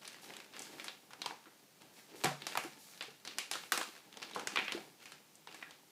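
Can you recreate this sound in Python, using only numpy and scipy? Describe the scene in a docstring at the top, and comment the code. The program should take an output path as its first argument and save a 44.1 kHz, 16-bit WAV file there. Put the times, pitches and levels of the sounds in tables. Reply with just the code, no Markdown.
"""A small pet scrabbling through a ribbed plastic hose on a wooden living-room floor, heard close by.
Claws click on the thin wall and the ribs snap as it flexes; between the clicks the body presses on the
wall, paws scratch and fur brushes along. The hose knocks on the boards and a claw squeaks along it twice.
The room rings briefly after each sound, over quiet air and the hiss of a small microphone with little bass."""
import sys
import numpy as np
from scipy import signal
from scipy.fft import rfft, irfft, next_fast_len
from scipy.io import wavfile
from scipy.ndimage import uniform_filter1d

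SR = 44100
rng = np.random.default_rng(int(sys.argv[2]) if len(sys.argv) > 2 else 0)


def put_to_file(sound):
    """Save the sound as 16-bit audio at rate SR, in the file named by the first command-line argument."""
    columns = np.atleast_2d(sound).T  # one column per channel
    safe = np.clip(columns, -1, 1)
    whole_steps = np.round(safe * 32767)
    wavfile.write(sys.argv[1], SR, whole_steps.astype(np.int16))


N = 260609

# the animal's short pushes: t/s, length/s, paw level/dB, weight on the wall against the paw level/dB
PUSHES = [(0, 0.11, -55.5, -11.5), (0.218, 0.13, -55, -6.5), (0.512, .13, -52.5, -9.5),
          (.7, 0.11, -52.5, -5.5), (1.178, 0.11, -54.5, -4), (1.8, 0.025, -59.5, -3),
          (1.941, .03, -59, -16), (2.068, 0.19, -57, -3), (2.383, .26, -52, -6),
          (2.848, 0.21, -59.5, -11.5), (3.264, 0.12, -56.5, -5.5), (3.495, 0.079, -48.5, -15),
          (3.793, 0.1, -52.5, -11), (4.108, 0.22, -56, -5), (4.337, 0.043, -51.5, 1),
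          (4.51, 0.1, -48, -5.5), (4.721, 0.047, -55.5, 0.5), (4.995, 0.034, -56, -13),
          (5.455, 0.13, -59, -5.5)]


def claw_clicks(ring_db=4.5, ring_octaves=0.36, size=2048):
    """Each claw click or rib snap bends the wall at one spot, which sets its colour and short ring."""
    # t/s, level/dB, edge (3.5 kHz) lift/dB, snap (7.5 kHz and up) lift/dB, wall ring f/Hz, room send/dB
    clicks = [(.0528, -50.5, 12, 0, 4500, -0.5), (0.0774, -46.5, 21, 15, 9500, -3.5),
              (.1447, -53, 4, -7, 1800, -1.5), (.3042, -50, -2, -17, 2170, -4.5),
              (.3372, -51, 6, -3, 3060, 0), (.367, -48, 5.5, 5.5, 3120, -6.5),
              (.402, -50.5, 6, -4, 1920, -3), (0.5368, -53.5, 3, -11, 3670, 5.5),
              (.5934, -45.5, 19, 17, 8200, -3), (0.6202, -47.5, 15, 16, 7350, 1),
              (0.7978, -43.5, 9, -8, 1890, -6), (0.8433, -46.5, 3, 4.5, 1790, 1.5),
              (0.8822, -40.5, 9, -10, 4070, -3.5), (1.107, -56, 4, -3, 1570, 3),
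              (1.1339, -48.5, -3, -9.5, 940, -5.5), (1.2177, -38.5, 12.5, 1, 3900, -4),
              (1.2603, -36, 6.5, -1, 895, -5), (1.3088, -45.5, -25, -20, 920, -4.5),
              (1.4574, -58, -5, -24, 1540, 2.5), (2.238, -34, -0.5, -6, 880, 3.5),
              (2.2442, -31.5, 5, 5.5, 930, -4), (2.257, -34, 0, -9, 1020, 0), (2.42, -45, 10, -4, 3530, -4),
              (2.4678, -36.5, 2.5, 2, 4220, -2.5), (2.521, -50, 8, -12, 2540, 1),
              (2.5535, -35.5, -5, -14, 920, -3.5), (2.574, -30, -7, -6, 2620, -4.5),
              (2.6379, -45.5, -8, -2.5, 2370, -1.5), (3.009, -40, 7, -15, 4800, 0),
              (3.0244, -45.5, 8, 3, 3140, 0), (3.2507, -47, 3.5, 0, 4220, 1),
              (3.2753, -42, 13, 0, 4340, -1), (3.3846, -33.5, 11, 7, 2380, -1),
              (3.5137, -34.5, 4, 7, 3800, -1), (3.5361, -39, 7.5, -4, 4170, -1),
              (3.5548, -40, -2, -5, 1500, -4.5), (3.721, -27, 5.5, 2, 1300, -1.5),
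              (3.776, -33.5, -2, -2.5, 8200, -1.5), (3.813, -37, -.5, -9, 1230, -6.5),
              (3.8304, -45, 8, -2, 4130, -1), (4.1714, -48, 11, 1, 5100, -8),
              (4.219, -49.5, 5.5, -3, 4570, 7), (4.2277, -42, 15.5, -3, 5130, -17),
              (4.3343, -50.5, 18, 2, 3920, -9), (4.3482, -47, 5, 2.5, 3420, 3),
              (4.3609, -36, -38, -23, 1040, -3.5), (4.3958, -43.5, 5, -1.5, 1480, 0),
              (4.4724, -34, 2.5, -2, 7100, -4), (4.559, -32, 7.5, -11.5, 1120, -4.5),
              (4.5722, -29, 6, -27, 2520, -3), (4.589, -35.5, 13, -11.5, 2240, -6),
              (4.6811, -37, 8.5, -21, 2450, -3), (4.7215, -35.5, 2.5, -4.5, 3960, -3.5),
              (5.057, -50.5, 5, -2, 2500, 0.5), (5.1202, -50.5, 8, 1.5, 1640, 0),
              (5.3545, -58.5, 17, 24, 7190, -5), (5.4729, -48, 4, -11, 3240, -2.5),
              (5.5452, -50, -1, -3.5, 2330, -1), (5.6256, -47, 3, -22, 2150, -5.5),
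              (5.7087, -53, 5.5, -1.5, 3800, -2)]
    direct, lingering = np.zeros(N), np.zeros(N)
    hz = np.fft.rfftfreq(size, 1 / SR)
    for s, db, edge_db, snap_db, ring_hz, room_db in clicks + claw_ticks():
        shape = [(40, -40.5), (130, -10.5), (380, -8), (850, 0), (1500, 0),  # f/Hz, level/dB
                 (3500, edge_db - 6.5), (7500, snap_db - 6), (15500, snap_db - 13)]
        ring = ring_db * np.exp(-(np.log2((hz + 1) / ring_hz) / ring_octaves) ** 2)
        limit_hz = 11240 + 550 * max(db + 34, 0)  # a harder click has a shorter contact, so more treble
        rolloff = -10 * np.log10(1 + (hz / limit_hz) ** 12)
        pulse = sharpest_pulse(curve_at(shape, hz) + ring + rolloff)
        strength = amp(db) * np.sqrt(0.007 * SR)  # the energy of 7 ms at this level
        add(direct, s, strength * unit_energy(signal.fftconvolve(pulse, near_paths())))
        add(lingering, s, strength * amp(room_db) * unit_energy(signal.fftconvolve(pulse, room_tail())))
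    return direct + hose_ring(lingering)


def claw_ticks(count=60):
    """Rows of extra light clicks at random moments, as strong as the paws are working just then."""
    when = rng.integers(0, N, count)
    force, bright, spot = rng.standard_normal((count, 3)).T
    db = 20 * np.log10(paw_effort()[when]) - 1 + 4 * np.clip(force, -2, 1)
    edge_db, snap_db = 5.5 + 3 * bright, -1.5 + 5 * bright
    ring_hz = 2820 * 2 ** (0.44 * spot)
    room_db = np.full(count, -4)
    return list(zip(when / SR, db, edge_db, snap_db, ring_hz, room_db))


def near_paths(rattle_db=-1, rattle_s=0.0013, bounce_db=-4, size=600):
    """The direct pulse, a brief rattle of the neighbouring ribs, and the bounce off the floor."""
    t = np.arange(size) / SR
    rattle = rng.standard_normal(size) * np.exp(-t / rattle_s) * (t > t[2])
    paths = amp(rattle_db) * unit_energy(rattle)
    paths[0] += 1
    bounce_s = 0.0026 * rng.uniform(0.7, 1.15)
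    add(paths, bounce_s, amp(bounce_db) * paths[:size // 2])
    return wall_dispersion(paths)


def wall_dispersion(x, lag=0.51, stages=5):
    """Bending waves in the thin wall carry the treble ahead of the bass."""
    for _ in range(stages):
        x = signal.lfilter([-lag, 1], [1, -lag], x)
    return x


def floor_knocks(blow_s=0.0019, rise_s=0.0044):
    """The hose hits the floor: a dull blow of a few cycles, then the ring of hose and boards."""
    # knocks on the floor: t/s, level/dB, blow f/Hz, send to the ringing boards/dB
    knocks = [(1.242, -48.5, 1010, -28), (1.261, -36, 1000, -22), (1.309, -43, 930, -33),
              (1.468, -57, 350, -15), (2.145, -48, 397, -16), (2.2385, -32.5, 755, -4.5),
              (2.244, -30.5, 398, -2), (2.256, -40, 635, -2.5), (2.315, -40, 647, -9),
              (2.575, -35, 720, -25), (2.648, -45, 360, -10), (3.082, -50.5, 418, -6.5),
              (3.721, -35.5, 1316, -26), (3.776, -39.5, 350, -26), (3.8135, -46, 1200, -30),
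              (4.361, -44, 473, -24), (4.586, -40, 343, -21), (4.7484, -35.5, 345, -39),
              (4.774, -43, 660, -20)]
    # modes of hose and floorboards together: f/Hz, level/dB, t60/s
    boards = [(144.5, 3.5, 0.42), (173.4, 1.5, 0.23), (251, 1.5, 0.23), (350, -7, 0.11), (447, -2, 0.5),
              (681, -5, 0.2), (733, 1.5, 0.23), (809, 12.5, 0.09), (950, -26, 0.19), (1110, -36, 0.19)]
    out, t = np.zeros(N), np.arange(SR // 2) / SR
    ring = sum(amp(db - 60 * t / t60) * np.sin(2 * np.pi * hz * t) for hz, db, t60 in boards)
    ring *= 1 - np.exp(-t / rise_s)
    for s, db, blow_hz, ring_db in knocks:
        blow = np.sin(2 * np.pi * blow_hz * t) * t / blow_s * np.exp(1 - t / blow_s)
        add(out, s, amp(db) * (amp(2) * in_room(blow, wet_db=-5) + amp(ring_db - 9.5) * ring))
    return out


def claw_squeaks(median_slips_per_s=220, width_hz=380):
    """A claw sticks and slips unevenly, ringing a patch of wall whose pitch shifts as it bends."""
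    # a claw dragging over the plastic, one list a squeak: t/s, relative level/dB, wall resonance f/Hz
    squeaks = [
        [(4.575, -32.5, 2460), (4.600, -42, 2110), (4.620, -43, 2570), (4.636, -53, 1990), (4.650, -52, 2090),
         (4.668, -50, 2390), (4.697, -46, 1960), (4.720, -56, 2164)],
        [(5.626, -41, 2080), (5.645, -66, 1750), (5.668, -60, 1570), (5.685, -61, 1770)],
    ]
    out = np.zeros(N)
    pole = np.exp(-np.pi * width_hz / SR)
    for rows in squeaks:
        s, db, hz = np.transpose(rows)
        t = np.arange(s[0], s[-1], 1 / SR)
        pace = median_slips_per_s * np.exp(0.5 * wander(len(t), 200))
        slips = np.diff(np.floor(np.cumsum(pace) / SR), prepend=0) * rng.uniform(0.48, 1, len(t))
        turn = np.exp(2j * np.pi * np.cumsum(np.interp(t, s, hz)) / SR)
        ring = (turn * signal.lfilter([1 - pole], [1, -pole], slips / turn)).imag  # gliding resonator
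        ring = signal.sosfilt(signal.butter(2, 1200, "high", fs=SR, output="sos"), ring)
        envelope = amp(np.interp(t, s, db) - 2) * signal.windows.tukey(len(t), 0.08)
        add(out, s[0], envelope * unit_rms(ring))
    return in_room(out, wet_db=-5)


def rubbing(wobble_db=1.63):
    """Body, paws and fur rub inside the hose; the pressure wavers as the paws grip and let go."""
    pressure = amp(wobble_db * wander(N, 900))
    return in_room(pressure * (body_weight() + paw_scratch()) + fur_brush(), wet_db=-6.5)


def body_weight():
    """The body presses on the wall with each push, making a low, grainy rub."""
    # spectrum of the loaded wall: f/Hz, level/dB
    colour = [(30, -4), (80, -20), (120, -14), (150, -12.5), (190, 2.5), (250, -5.5), (330, 4.5),
              (450, -2.5), (650, -4.5), (900, 0), (2000, -55)]
    load = strokes([(s, length, db + lean_db) for s, length, db, lean_db in PUSHES], rest_db=-74.5)
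    slips = friction(per_s=110, spread_db=2, smooth=0.86, slip_s=0.00066)
    return amp(-1.5) * load * coloured(slips, colour)


def paw_scratch():
    """Paws scratch over the ribs in a crinkle of tiny slips."""
    # spectrum of paws on plastic: f/Hz, level/dB
    colour = [(200, -28), (550, -4), (800, -5.5), (1300, -0.5), (2700, 0), (4500, -3.5), (6500, -9),
              (12000, -21)]
    slips = friction(per_s=200, spread_db=4, smooth=0.9, slip_s=0.00082)
    return amp(-5) * paw_effort() * coloured(slips, colour)


def paw_effort():
    """How hard the paws work over time; they stir faintly between pushes."""
    return strokes([row[:3] for row in PUSHES], rest_db=-75.5)


def fur_brush():
    """Fur slides along the ribs with a soft, high hiss."""
    # strokes of fur: t/s, length/s, relative level/dB
    brushes = [(.03, .1, -65.5), (.21, 0.038, -57), (.55, 0.31, -62), (1.22, 0.056, -74),
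               (1.93, .08, -63.5), (2.15, 0.081, -57.5), (2.48, 0.17, -58), (2.78, .14, -58),
               (3.54, 0.11, -58.5), (3.73, 0.072, -53), (4.5, 0.33, -63.5), (5.02, 0.03, -65),
               (5.53, 0.048, -67)]
    # spectrum of fur on plastic: f/Hz, level/dB
    colour = [(1500, -25), (4000, -3.5), (6500, -3), (9000, -5), (12000, -5.5), (15500, -12.5)]
    sliding = strokes(brushes, rest_db=-82, attack_s=0.013, release_s=0.1)
    return amp(-3) * sliding * coloured(rng.standard_normal(N), colour)


def friction(per_s, spread_db, smooth, slip_s):
    """Tiny slips of uneven size, each a brief burst of noise, over a share of smooth rubbing."""
    sizes = amp(spread_db * np.minimum(rng.exponential(1, N), 3.5))
    slipping = rng.random(N) < per_s / SR
    bursts = signal.lfilter([1], [1, -np.exp(-1 / (slip_s * SR))], sizes * slipping)
    return unit_rms(bursts * rng.standard_normal(N)) + smooth * rng.standard_normal(N)


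def strokes(rows, rest_db, attack_s=0.023, release_s=0.11):
    """Gain over time of movements (t/s, length/s, level/dB) that build up, hold and die away."""
    power, t = np.full(N, amp(rest_db) ** 2), np.arange(SR) / SR
    for start, length, db in rows:
        envelope = np.minimum(t / attack_s, 1) * np.exp(-np.maximum(t - length, 0) / release_s)
        add(power, start, (amp(db) * envelope) ** 2)
    return np.sqrt(power)


def hose_ring(x):
    """The air column and the wall of the hose favour a few narrow bands."""
    # hose resonances: f/Hz, width/Hz, level/dB
    resonances = [(197, 61, -12), (341, 23, 2.5), (497, 26, 7), (758, 37, 4.5), (900, 90, -18),
                  (1335, 17, -4.5), (1680, 49, -11.5), (2280, 95, -5.5), (2480, 27, 0), (2760, 37, 3)]
    modes = sum(amp(db) * signal.lfilter(*signal.iirpeak(hz, hz / width, SR), x)
                for hz, width, db in resonances)
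    return amp(-0.5) * (x + modes)


def in_room(x, wet_db):
    """The close sound plus the room's reverberation, coloured by the hose."""
    return x + amp(wet_db) * hose_ring(signal.oaconvolve(x, room_tail())[:len(x)])


def room_tail(rise_s=0.0028, size=20000):
    """Dense living-room reflections of energy 1 that build up quickly and die at each band's speed."""
    # spectrum of the reflections: f/Hz, level/dB
    colour = [(100, 6.5), (330, 6), (800, -1.5), (1500, 1), (2700, 1), (5000, 1), (9000, -3.5),
              (15000, -0.5)]
    # reverberation time: f/Hz, t60/s
    t60 = [(150, 0.098), (400, 0.14), (1000, 0.32), (2800, 0.31), (7000, 0.34), (15000, 0.27)]
    hz, t, noise = signal.stft(rng.standard_normal(size), SR, nperseg=256)
    fade_db = curve_at(colour, hz)[:, None] - 60 * t / curve_at(t60, hz)[:, None]
    tail = signal.istft(noise * amp(fade_db), SR, nperseg=256)[1][:size]
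    onset = 1 - np.exp(-(np.arange(size) / SR / rise_s) ** 2)
    return unit_energy(tail * onset)


def room_tone(level_db=-65, swell_db=2):
    """Quiet room air, its low rumble swelling slowly, and microphone hiss."""
    # spectrum of air and hiss: f/Hz, level/dB
    colour = [(25, -21), (70, -15), (110, -6.5), (150, 2), (250, -3), (350, -3), (500, -5), (800, -7.5),
              (1300, -10.5), (2500, -10.5), (5000, -10.5), (10000, -14.5), (15500, -15.5)]
    air = amp(level_db) * coloured(rng.standard_normal(N), colour)
    rumble = signal.sosfiltfilt(signal.butter(2, 700, fs=SR, output="sos"), air)
    swell = amp(-swell_db * wander(N, 5000))
    return air + rumble * (swell - 1)


def amp(db):
    """Decibels to amplitude."""
    return 10 ** (np.asarray(db) / 20)


def unit_rms(x):
    """Scales to rms 1."""
    return x / np.sqrt(np.mean(x ** 2) + 1e-20)


def unit_energy(x):
    """Scales to energy 1."""
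    return x / np.sqrt(np.sum(x ** 2) + 1e-20)


def wander(size, span):
    """Random drift of rms 1, smoothed over a span of samples."""
    return unit_rms(uniform_filter1d(rng.standard_normal(size), span))


def curve_at(points, hz):
    """Joins points by straight lines on a log-frequency axis."""
    f, value = np.transpose(points)
    return np.interp(np.log(hz + 1), np.log(f + 1), value)


def add(mix, s, sound):
    """Mixes a sound in at s seconds."""
    part = mix[round(s * SR):][:len(sound)]
    part += sound[:len(part)]


def coloured(x, points):
    """Filters by a spectrum (f/Hz, level/dB) and scales to rms 1."""
    size = next_fast_len(len(x))
    gain = amp(curve_at(points, np.fft.rfftfreq(size, 1 / SR)))
    return unit_rms(irfft(rfft(x, size) * gain, size)[:len(x)])


def sharpest_pulse(db):
    """The minimum-phase pulse that has this spectrum and starts at time zero."""
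    log_gain = np.log(amp(np.concatenate([db, db[-2:0:-1]])))
    return np.fft.ifft(np.exp(np.conj(signal.hilbert(log_gain)))).real[:len(db)]


def scene():
    """The pet in its hose and the room around it, in mono."""
    return (claw_clicks() + floor_knocks() + rubbing() + claw_squeaks() + room_tone())[None]


def record(dry, low_hz=85, top_hz=15550):
    """A small microphone with little bass and a steep cut at the top of the treble."""
    thin = signal.sosfilt(signal.butter(2, low_hz, "high", fs=SR, output="sos"), dry)
    lowpass = signal.firwin(301, top_hz, window=("kaiser", 8), fs=SR)
    return signal.oaconvolve(thin, lowpass[None], "same")


dry = scene()
out = record(dry)
put_to_file(out)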